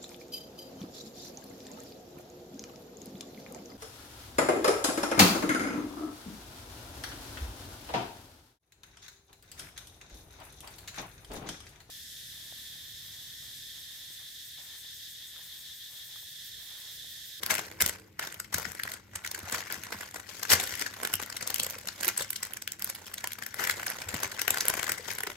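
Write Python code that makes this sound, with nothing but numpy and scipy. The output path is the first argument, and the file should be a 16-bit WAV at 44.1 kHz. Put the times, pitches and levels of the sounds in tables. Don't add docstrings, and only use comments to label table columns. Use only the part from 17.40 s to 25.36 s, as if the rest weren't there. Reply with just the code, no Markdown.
import sys
import numpy as np
from scipy import signal
from scipy.fft import rfft, irfft, next_fast_len
from scipy.io import wavfile
from scipy.ndimage import uniform_filter1d, map_coordinates

SR = 44100
rng = np.random.default_rng(int(sys.argv[2]) if len(sys.argv) > 2 else 0)


def invert_db(level):
    return 10 ** (np.asarray(level, dtype=float) / 20)


def put_to_file(sound):
    columns = np.atleast_2d(sound).T
    safe = np.clip(columns, -1, 1)
    whole_steps = np.round(safe * 32767)
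    wavfile.write(sys.argv[1], SR, whole_steps.astype(np.int16))


N = 351036
USUAL_MS = 2.06


def unit(x):
    return x / np.sqrt(np.mean(x ** 2) + 1e-20)


def along(points, hz):
    f, v = np.transpose(points)
    return np.interp(np.log(hz + 1), np.log(f + 1), v)


def filtered(x, response):
    m = next_fast_len(N + 8192)
    spectrum = rfft(x, m) * response(np.fft.rfftfreq(m, 1 / SR))
    return irfft(spectrum, m)[..., :N]


def ramp(hz, edge_hz):
    octaves = np.log2((hz + 1) / (edge_hz + 1e-3))
    return np.sin(np.pi / 2 * np.clip(.5 + octaves, 0, 1))


def wobble(rate):
    knots = rng.standard_normal(int(N * rate / SR) + 4)
    return map_coordinates(knots, [np.arange(N) * rate / SR])


def ports(pair):
    # frequency in Hz, likeness from 0 to 1.
    likeness = [(60, 1), (200, 0.91), (400, 0.6), (1000, 0.47), (1480, 0.48), (1750, 0.84), (2300, 0.53),
                (3100, 0.26), (6000, 0.16), (8000, 0.39), (10000, 0.96), (11500, 1), (13000, 1),
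                (16000, 0.6)]
    # frequency in Hz, left over right in dB.
    balance = [(200, -0.2), (350, 3.5), (700, -0.5), (1700, 3.5), (2400, 1.5), (3100, 7), (3800, 1.5),
               (5900, 6), (7200, 1), (8600, -1)]
    # frequency in Hz, lead of the left in radians.
    left_lead = [(500, 0), (1000, .3), (1450, 0), (1770, -2.2), (2150, 0), (2400, .3), (3100, 1.2),
                 (3800, 0), (5200, 1), (5900, 3), (6600, 0), (7200, -.2), (8600, -1.7), (9400, -2.9),
                 (10300, -3.2), (12000, -5.1), (12700, -6.1), (13900, -6.3), (15200, -8), (16400, -9)]

    def blend(hz):
        angle = np.arccos(np.clip(along(likeness, hz), 0, 1)) / 2
        return np.array([np.cos(angle), np.sin(angle)])

    def place(hz):
        half = invert_db(along(balance, hz) / 2) * np.exp(.5j * along(left_lead, hz))
        return np.array([half, 1 / half])

    same, other = filtered(pair, blend)
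    return filtered(np.array([same + other, same - other]), place)


def paper():
    # frequency in Hz, relative level in dB.
    sheet_colour = [(80, -21), (170, -19), (350, -16), (1000, -7.5), (1290, -9.5), (1390, -2), (1490, -1),
                    (1640, 0), (1800, 2), (2200, -2), (2500, -5.5), (4000, -7), (5900, -2), (7300, 6.5),
                    (8200, 11), (9400, 4), (11000, 15.5), (13500, 2), (15000, 9.5), (15900, 2),
                    (16400, -25), (17000, -90)]
    borders = [600, 1300, 2500, 5500, 9500]
    edges = [0, *borders, SR]
    grid_hz = np.linspace(0, SR / 2, 2000)
    pair = np.zeros((2, N))
    for k, power in enumerate(snaps() + crackle() + crushes()):
        def band(hz):
            lower, upper = ramp(hz, edges[k]), np.sqrt(1 - ramp(hz, edges[k + 1]) ** 2)
            return invert_db(along(sheet_colour, hz)) * lower * upper

        noise = np.sqrt(power) * rng.standard_normal((2, N))
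        sound = filtered(noise, band) / np.sqrt(np.mean(band(grid_hz) ** 2))
        pair += steadied(sound, power, size=400 // (k + 1))
    lean_db = 0.93 + 2.25 * wobble(8.4)
    return ports(mottled(pair, depth_db=3.0)) * invert_db(np.outer([.5, -.5], lean_db))


def snaps():
    # peak time in seconds, level in dB, body relative to the snap in dB,
    # warmth relative to the snap in dB, nominal length in ms; the registers trim and scatter these.
    clear_buckles = [(0.0344, -26.5, -5, -11, 3.2), (0.0635, -25, -2.5, -16, 1.1), (0.1097, -22, 5, -13, 4),
                     (0.1418, -23.5, -10, -24, 1.5), (0.1531, -25.5, 2.5, -13, 1.5),
                     (0.1829, -29, 5, -12, 2.4), (0.1937, -29.5, 1, -0.5, 3.2), (0.3153, -39, 3.5, -4, 1.4),
                     (0.4081, -22, 3.5, -18, 2.1), (0.4153, -21.5, 4, -14, 2.1),
                     (0.4225, -13, -15, -15, 1.4), (0.4629, -19.5, -5, -10.5, 1.8),
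                     (0.4783, -28, -8, -10, 1.3), (0.488, -27.5, -23, -26, 1.5),
                     (0.4951, -25.5, -3.5, -13.5, 2.8), (0.7958, -28, -1, -11, 2.7),
                     (0.8276, -37.5, 5.5, -15, 4.3), (0.8739, -33.5, 1, -7, 4.0),
                     (0.9254, -39, 0, -22.0, 2.8), (0.9439, -37, -8, -19, 1.4),
                     (1.0015, -27, -15, -22, 1.9), (1.0468, -42, 0.0, -17, 3),
                     (1.1447, -18.5, -6, -11, 2.7), (1.1835, -27, -22, -6, 1.3),
                     (1.1991, -38, -11, -8, 1.6), (1.2541, -37.5, 6, -9, 4.8), (1.3194, -35.5, 1, -11, 1.3),
                     (1.351, -39, 0, -3, 2.2), (1.3989, -38.5, 13, -16, 1.8), (1.4357, -25.5, 1, -26, 1.2),
                     (1.4543, -41, 2, -0.5, 3.1), (1.4783, -40, 14.5, -21, 1.4), (1.519, -32, -2, -25, 2.5),
                     (1.5397, -33, -5, -26.0, 3.6), (1.7585, -29, -4.5, -9.5, 4.1),
                     (1.8498, -36, 4, -21, 4), (1.8644, -33, 1, -19, 2.7), (1.8759, -31, 2, -16, 1.9),
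                     (1.9154, -29, -7.5, -17, 2.5), (1.9486, -32.5, 1, -18, 4.6),
                     (1.9922, -36.5, -9, -13.0, 2.3), (2.0987, -35, -4, -20, 1.6),
                     (2.1253, -25.5, -2.5, -19, 3.3), (2.1832, -31, -7, -25, 2.2),
                     (2.3027, -39.5, 5, -4, 3.2), (2.3251, -27.5, -16, -15, 1), (2.3435, -36, 3, -15, 2.3),
                     (2.3649, -45, -20, -17, 2), (2.4371, -33.5, -1, -18, 1.3), (2.4695, -39, 2, 0, 2.1),
                     (2.5073, -42, -11, 3.5, 3.3), (2.5245, -35.5, -0.5, -5, 3.2), (2.546, -48, 3, 4, 3),
                     (2.588, -43, 4, 0, 3), (2.6112, -36.5, 2, -4.5, 4.9), (2.6899, -49.5, 11, -9, 1.4),
                     (2.7121, -40.0, -5, -17, 1.8), (2.745, -36, 0, -8, 2.6), (2.7614, -34, -2, -7.5, 4.5),
                     (2.8002, -39.5, -1, -6, 3.8), (2.9971, -37, -4, -9, 3.1),
                     (3.0323, -25.5, -5.5, -9, 2.9), (3.0531, -35, 6, -3, 3.1),
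                     (3.1345, -14, -46, -20, 4.2), (3.2015, -25.5, -7, -12, 5.8),
                     (3.2117, -32, 0, -13, 2.8), (3.2395, -29, -4.0, -14, 2.3), (3.2744, -32, -8, -19, 3.1),
                     (3.3404, -37.5, 11, -15, 2.0), (3.3538, -32, -7.5, -23, 1.6),
                     (3.3963, -29.5, -5, -25, 3.6), (3.4147, -30, -0.5, -7, 2.2),
                     (3.4233, -27.5, 1, -11, 3.5), (3.4645, -33, 3.5, -8.5, 4.6),
                     (3.5408, -39, -1.5, -18, 3.7), (3.5978, -56, -5, -14, 2.1), (3.6157, -42, 2, 0, 2.6),
                     (3.6333, -26.5, -1, -4, 2.3), (3.6517, -23.5, 3, -5.5, 1.6),
                     (3.6741, -26, -4, -23, 1.2), (3.731, -35, 4, -11, 1.7),
                     (3.7396, -17, -20.5, -14, 1.74), (3.7554, -25, -22, -26.0, 0.69),
                     (3.8002, -34.5, 0.0, -1, 5.4), (3.8183, -36, 3, -20, 1.9), (3.827, -31, -4, -6, 2.7),
                     (3.8344, -33.5, -2, -15, 2.8), (3.862, -38, -7, -20, 1.3), (3.9016, -34, -3, -17, 3.9),
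                     (3.9269, -34.5, 4, -6, 1.9), (3.9695, -28, -10, -17, 5.1), (4.011, -36, 4, -7, 2.8),
                     (4.0276, -30, -11, -8, 4.9), (4.0758, -24, -24, -16, 2),
                     (4.1039, -24.5, -7, -10.5, 2.4), (4.1441, -23, -21, -20, 1.3),
                     (4.1609, -24, -33, -34.0, 2), (4.1838, -30, -15, -27, 2), (4.1993, -19, -17, -15, 2),
                     (4.2072, -32, -16, -29.0, 2.5), (4.2339, -24.5, -27, -22, 3.2),
                     (4.2472, -28, -14, -19, 2.8), (4.2661, -29, -13, -15, 1.8),
                     (4.3006, -30, -23, -24.0, 1.4), (4.3078, -30, -25, -16, 1.3),
                     (4.3866, -36, -21, -16, 2.4), (4.4746, -30, -3.5, -9, 2.5),
                     (4.4873, -31.5, -3, -9, 3.5), (4.6102, -30.5, -7, -8, 3.4),
                     (4.6328, -25.5, -4, -14, 2.3), (4.6473, -25.5, 0, -19, 2),
                     (4.6555, -30, -12, -23.0, 1.4), (4.6813, -20.5, -8, -4.5, 1),
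                     (4.6879, -22, 2, -18, 2.1), (4.7781, -22, -26, -18, 2.8), (4.7961, -32.5, 3, -18, 1.7),
                     (4.8096, -27.5, -20, -8.5, 2), (4.8232, -26.5, -16, -26, 5.1),
                     (4.847, -37.5, 4.5, -8, 2.7), (4.9055, -25, -4, -13, 1.5),
                     (4.9317, -31.5, 0, -29, 1.9), (4.9624, -27, -21, -35, 5.5),
                     (5.0318, -26.5, -8, -16, 4.2), (5.0525, -36, 0, -25, 1.7),
                     (5.1362, -30.5, -3, -27, 0.7), (5.1715, -31.5, -3, -19, 2.2),
                     (5.2228, -31.5, -7.5, -20, 2.4), (5.2772, -26, 2.5, -18, 0.95),
                     (5.3211, -27, -22, -17.5, 1.4), (5.3341, -44, 2, -20.0, 2),
                     (5.3957, -38, -8, -23, 1.3), (5.4233, -28, -11, -16, 1.3),
                     (5.4454, -24.5, -28, -17, 1), (5.4751, -35, -7, -10, 1.2),
                     (5.5002, -28, -3.5, -17, 3.3), (5.5516, -35, -9.0, -22, 3.3),
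                     (5.6681, -38, -18.0, -17, 2.5), (5.7415, -29.5, -9, -30, 1.9),
                     (5.7826, -32.5, -7, -13, 2.2), (5.8429, -26.5, 3.5, -4, 1.6),
                     (5.8737, -24, -7, -26, 0.79), (5.9205, -30.5, -6, -19, 1.7),
                     (5.9333, -31.5, -8, -26, 1.3), (5.9878, -38, -3, -6, 2.3),
                     (6.0251, -37, 12.5, -2.5, 1.6), (6.0366, -36.0, -3, -32, 2.9),
                     (6.0654, -31, 1, -12, 1.9), (6.1441, -32, -2, -10, 1.5),
                     (6.2405, -26.5, 1.5, -17, 2.3), (6.2512, -27, 2, -5, 2.4),
                     (6.2743, -24.5, 5, -10, 1.9), (6.2981, -21, 2.5, -15, 2.7),
                     (6.311, -24.5, -15, -28, 4.2), (6.3981, -36.5, 8, -16, 2.6),
                     (6.4322, -38, 8, -18, 2.1), (6.4674, -24.5, -1.5, -32, 3.2), (6.5021, -32, 7, -21, 1),
                     (6.522, -40.0, 14, -30, 2.2), (6.6197, -33, 1, -7.5, 4.8),
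                     (6.6899, -29.5, -4, -11, 3.8), (6.7442, -26, -8, -11, 2), (6.8036, -34, -14, -27, 2.4),
                     (6.8337, -24, -8.5, -7.5, 2.9), (6.8767, -41, 0, -3, 2), (6.9188, -34, -1, -21, 5.7),
                     (6.9953, -28.5, 3, -11, 4.5), (7.0175, -23, -5, -10.5, 2.2), (7.0804, -21, 2, -9, 1.6),
                     (7.1067, -16.5, -12, -14, 1.3), (7.1451, -27, 3.5, -6.5, 2.5),
                     (7.1736, -25.5, 3, -6, 1.6), (7.1844, -28.5, -7, -3, 2.2),
                     (7.2088, -21.5, -4, -33, 3.4), (7.2547, -26, -3, -11, 1.1),
                     (7.2837, -19, -4, -9, 0.86), (7.301, -24.5, 0.5, -0.5, 2.8),
                     (7.34, -28.5, 2.0, -5, 2.2), (7.3801, -37, 2, -22, 3), (7.3959, -28.5, 0, -10, 3.8),
                     (7.4307, -25, -3, -25, 1.9), (7.4436, -33, 4, -9, 3.1), (7.4693, -32.5, 6, -8, 2.8),
                     (7.4806, -33, 4, -4, 2.2), (7.4951, -27.5, 2, -8, 4.1), (7.5202, -24, 3.5, -12, 1.4),
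                     (7.5825, -34.5, 0, -14, 3.9), (7.6849, -35, -1, -9, 4.7), (7.7053, -30, 0, -25.0, 2.5),
                     (7.7149, -33, -1, -14, 3), (7.7356, -37, -12, -16, 1.3),
                     (7.7522, -36.5, -19.0, -26, 1.7), (7.7863, -31.5, 3.5, -6, 2.4),
                     (7.8066, -30.5, -1, -4.5, 1.4), (7.8356, -30.5, 6.5, -10, 2),
                     (7.8719, -33, 7, -1, 3.6), (7.9023, -35, 3, -3.5, 3.2), (7.9181, -41.5, 4, -6, 2.9)]
    stretches = (2.25, 1.35, 0.93, 0.94, 0.93, 0.59)
    rows = [*clear_buckles, *lesser()]
    power = np.zeros((6, N + 700))
    for (s, db, body_db, warm_db, ms), chance in zip(rows, rng.standard_normal((len(rows), 3))):
        low, tilt, edge = chance
        levels = db + np.array([
            warm_db - 7.5 + 2.5 * low,
            warm_db - .3,
            body_db - 0.75,
            -2 + 0.12 * body_db + 1.54 * tilt,
            -3.2 - 1.9 * tilt,
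            1.5 - 6 * np.log2(ms / USUAL_MS) + 2 * edge])
        shapes = np.array([burst(ms * stretch) for stretch in stretches])
        power[:, round(s * SR):][:, :700] += invert_db(2 * levels)[:, None] * shapes
    return power[:, 200:N + 200]


def lesser(count=30):
    at = rng.integers(0, N, count)
    size, body, warm, length = rng.standard_normal((count, 4)).T
    fine_db, body_db = 10 * np.log10(effort()[:, at])
    level_db = np.minimum(fine_db + 3.5 + 2 * size, -38)
    length_ms = USUAL_MS * np.exp(.3 * length)
    return np.transpose([at / SR, level_db, body_db - fine_db + 4 * body, -17.0 + 4 * warm, length_ms])


def burst(length_ms):
    u = (np.arange(700) - 200) / SR * 1000 / np.clip(length_ms, .2, 9)
    skirt = .16 * np.where(u < 0, np.exp(-(u / 1.5) ** 2), np.exp(-np.abs(u) / .9))
    return 0.64 * np.exp(-(u / 0.43) ** 2) + skirt


def crackle(count=1800):
    fine, body = effort()
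    register_db = np.array([-11.0, -5.5, -2.0, -1.5, -7.5, -5.0])
    level = invert_db(2 * register_db)[:, None] * [body, body, body, fine, fine, fine]
    at = rng.integers(0, N, count)
    size_db = 1.46 * np.minimum(rng.exponential(1, count), 3.5) + 2.36 * wobble(40)[at]
    colour_db = 3.27 * rng.standard_normal((6, count))
    kicks = np.array([np.bincount(at, invert_db(2 * (size_db + c)), N) for c in colour_db])
    shapes = np.array([burst(ms) for ms in (4.9, 2.4, 1.25, 2.0, 2.2, 2.9)])
    grains = np.abs(signal.fftconvolve(kicks, shapes, axes=1)[:, 200:N + 200])
    grains /= grains.mean(1, keepdims=True)
    flutter_db = 0.2418 * wobble(13.0) + 2.604 * np.array([wobble(25) for _ in shapes])
    rustle = invert_db(2 * (-10.23 + flutter_db))
    return level * (invert_db(2 * -3.5) * grains + rustle)


def effort():
    # height in seconds, crackle level in dB, swell in dB per second,
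    # fade in dB per second.
    moves = [(.13, -32.5, 218, 116), (0.451, -36.5, 251, 136), (.56, -61, 100, 50), (0.81, -40.5, 700, 77),
             (1.174, -37, 405, 63), (1.47, -63, 124, 85), (1.535, -41.5, 109, 295),
             (1.756, -47.5, 303, 200), (1.87, -55.5, 154, 36), (2.151, -38.5, 58, 99), (2.31, -44, 150, 43),
             (2.5, -46, 34, 74), (2.63, -44.5, 120, 400), (2.755, -52, 400, 92), (2.95, -46, 92, 85),
             (3.14, -28, 246, 56), (3.40, -41.5, 25, 85), (3.65, -43.5, 106, 100), (3.81, -51.5, 80, 88),
             (4.25, -42.5, 20.5, 43), (4.67, -34, 111, 250), (4.812, -35.5, 167, 343), (5.06, -46, 34, 92),
             (5.47, -44, 133, 86), (5.77, -47, 33, 26), (6.29, -44.5, 92, 108), (6.51, -40, 42, 87),
             (6.76, -40.5, 95, 61), (7.3, -38.5, 28, 38), (7.49, -47.5, 22, 73), (7.69, -44, 94, 33)]
    # time in seconds, body relative to the fine crackle in dB.
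    breadth = [(0, 2), (.5, 1), (.9, 2), (1.4, -2.5), (1.7, 4.5), (2.3, 1), (3.3, -3.5), (3.75, 4),
               (4.3, 0), (4.8, -2.5), (5.25, 1.5), (5.5, -0.5), (6.7, 3), (7.96, 1)]
    t = np.arange(N) / SR
    fine = np.zeros(N)
    for s, db, swell, fade in moves:
        drop_db = np.where(t < s, swell * (s - t), fade * (t - s))
        fine += invert_db(2 * (db - drop_db))
    breadth_db = np.interp(t, *np.transpose(breadth))
    return np.array([fine, fine * invert_db(2 * breadth_db)])


def crushes():
    # start in seconds, length in seconds, level of the upper registers in dB,
    # level of the body registers in dB; each register then takes its share.
    crush_rows = [(0.094, 0.038, -32.5, -28.5), (0.4, 0.03, -35, -28.5), (1.121, 0.026, -43, -39.5),
                  (2.134, 0.034, -39.5, -35), (3.092, 0.057, -23, -22), (4.668, 0.04, -38.5, -36),
                  (5.489, 0.012, -43, -42), (6.174, 0.085, -41, -34), (6.266, 0.069, -45, -35)]
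    t, power = np.arange(N) / SR, np.zeros((2, N))
    for start, length, *db in crush_rows:
        rise, fall = (t - start) / (0.28 * length), (start + length - t) / (0.22 * length)
        swell = np.clip(np.minimum(rise, fall), 0, 1)
        power += invert_db(2 * np.array(db))[:, None] * swell ** 2
    share = invert_db(2 * np.array([-13.0, -6.5, -3.5, 0.0, -2.5, -0.5]))[:, None]
    roughness_db = 2.0 * wobble(300)
    return share * power[[1, 1, 1, 0, 0, 0]] * invert_db(2 * roughness_db)


def steadied(sound, power, size):
    want = np.abs(uniform_filter1d(power, size))
    got = np.abs(uniform_filter1d(sound ** 2, size, axis=1))
    want, got = want / want.mean(), got / got.mean()
    correction = (want + 1e-6) / (got + 0.28 * want + 1e-6)
    return sound * correction ** (.7 / 2)


def mottled(pair, depth_db):
    z = signal.stft(pair, nperseg=256)[2]
    field = uniform_filter1d(rng.standard_normal(z.shape[1:]), size=5, axis=0)
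    field = uniform_filter1d(field, size=3, axis=1)
    out = signal.istft(z * invert_db(depth_db * unit(field)), nperseg=256)[1][:, :N]
    return out * np.std(pair) / np.std(out)


def flexes(count=500):
    # start in seconds, nominal level in dB, pitch in Hz.
    clear_pops = [(.795, -31, 1500), (1.0005, -30, 1460), (1.984, -45, 370), (2.76, -40, 1600),
                  (4.235, -40, 517), (4.265, -41, 500), (4.32, -44, 550), (4.362, -41, 496),
                  (4.445, -45, 550), (4.805, -36.5, 520), (5.2765, -25.5, 3070), (5.842, -21.5, 1770),
                  (5.8435, -34, 930), (7.077, -32, 735), (7.208, -17, 4720), (7.297, -34.5, 440),
                  (7.337, -33, 715), (7.595, -39, 483), (7.685, -44, 380), (7.836, -39, 428),
                  (7.872, -36, 397)]
    decay_cycles, rise_cycles = 2.375, 0.86
    at = rng.integers(0, N, count)
    size, pitch = rng.standard_normal((count, 2)).T
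    small_db = 10 * np.log10(effort()[1, at]) - 3 + 2.5 * size
    small_hz = np.clip(2410 * np.exp(0.72 * pitch), 250, 9000)
    pops = np.concatenate([clear_pops, np.transpose([at / SR, small_db, small_hz])])
    s, db, hz = pops.T[:, :, None]
    k = np.arange(2048)
    turns = hz * k / SR
    envelope = np.exp(-turns / decay_cycles) * (1 - np.exp(-turns / rise_cycles))
    rings = invert_db(db + 6) * envelope * np.sin(2 * np.pi * turns)
    places = np.round(s * SR).astype(int) + k
    ring = np.bincount(places.ravel(), rings.ravel())[:N]
    return np.pad(ring, (0, N - len(ring))) * invert_db([[1.5], [-1.5]])


def thuds():
    # start in seconds, nominal level in dB, nominal level of the knock relative to that in dB.
    contacts = [(0.426, -33.5, -10), (1.144, -36, -1), (1.265, -44, 8.5), (1.439, -50, -21),
                (1.753, -47, -11), (2.029, -41.5, 2), (2.124, -53, 16), (2.376, -54, 11), (2.545, -51, 14),
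                (3.129, -33.5, -12), (3.328, -48, -10), (3.737, -44, -2), (4.201, -51, 11),
                (4.608, -52, 11), (6.316, -48, -13), (6.665, -40.5, -3), (6.739, -37, 10), (6.845, -43, 3),
                (7.106, -48, -6), (7.5, -47, 2)]
    # frequency in Hz, mean level in dB, time to fall 60 dB in seconds.
    resonances = [(88, 7.5, 0.1), (100, -7, 0.13), (62, -35, 0.11), (154.3, 3.5, 0.074)]
    out, t = np.zeros(N + SR), np.arange(SR // 4) / SR
    for s, db, knock_db in contacts:
        boom = np.zeros(len(t))
        for hz, level, t60 in resonances:
            boom += invert_db(level + rng.normal(0, 1.7) - 60 * t / t60) * np.sin(2 * np.pi * hz * t)
        sag_hz = 88 + 230 * np.exp(rng.normal(0, 0.08) - t / 0.0127)
        knock = invert_db(knock_db - 3.5 - 60 * t / 0.085) * np.sin(2 * np.pi * np.cumsum(sag_hz) / SR)
        boom *= 1 - np.exp(-t / 0.0098)
        knock *= 1 - np.exp(-t / 0.00062)
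        out[round(s * SR):][:len(t)] += invert_db(db - 0.3) * (boom + knock)
    return out[:N]


def kitchen(x, size=8192):
    # frequency in Hz, time to fall 60 dB in seconds.
    decay = [(200, 0.54), (500, 0.26), (2000, 0.21), (8000, 0.19), (16000, 0.066)]
    wet = np.zeros((2, N + SR))
    for at in range(0, N, size):
        hz, t, z = signal.stft(rng.standard_normal((2, SR // 2)), SR, nperseg=256)
        fall = invert_db(-60 * t / along(decay, hz)[:, None])
        onset = np.tanh(t / 0.0026 + 2.2)
        tail = signal.istft(z * fall * onset, SR, nperseg=256)[1]
        tail /= np.linalg.norm(tail[0])
        answer = signal.fftconvolve(x[None, at:at + size], tail, axes=1)
        wet[:, at + 180:][:, :answer.shape[1]] += answer
    return ports(wet[:, :N])


def hum():
    # frequency in Hz, relative level in dB.
    hum_colour = [(20, -43), (40, 5), (65, -6), (97, 7.5), (145, -6), (195, 1.5), (257, -8), (314, -4.5),
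                  (540, -17.5), (713, -40), (2070, -18), (3080, -24), (9000, -33), (13800, -29),
                  (16000, -45), (17000, -100)]
    noise = filtered(rng.standard_normal((2, N)), lambda hz: invert_db(along(hum_colour, hz)))
    level_db = -58 + 0.67 * wobble(3.9)
    return invert_db(level_db) * unit(ports(noise))


def drone():
    # frequency in Hz, width in Hz, relative level in dB.
    drone_tones = [(316.5, 11, 6), (448, 28, 2), (525, 26, -6)]
    level_db, end_s, fade_s = -57.5, 0.696, 0.032

    def tones(f):
        return sum(invert_db(db) / (1 + ((f - hz) / width) ** 2) for hz, width, db in drone_tones)

    fade = 1 / (1 + np.exp((np.arange(N) / SR - end_s) / fade_s))
    return invert_db(level_db) * fade * unit(ports(filtered(rng.standard_normal((2, N)), tones)))


def scene():
    dry = paper() + flexes() + thuds()
    return dry + invert_db(-13.5) * kitchen(dry[0]) + hum() + drone()


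def top_cut(x):
    return signal.sosfilt(signal.butter(12, 16800, fs=SR, output="sos"), x)


def record(dry):
    mix = filtered(dry, lambda hz: ramp(hz, 50.7) * (hz < 16700))
    return top_cut(mix)


dry = scene()
out = record(dry)
put_to_file(out)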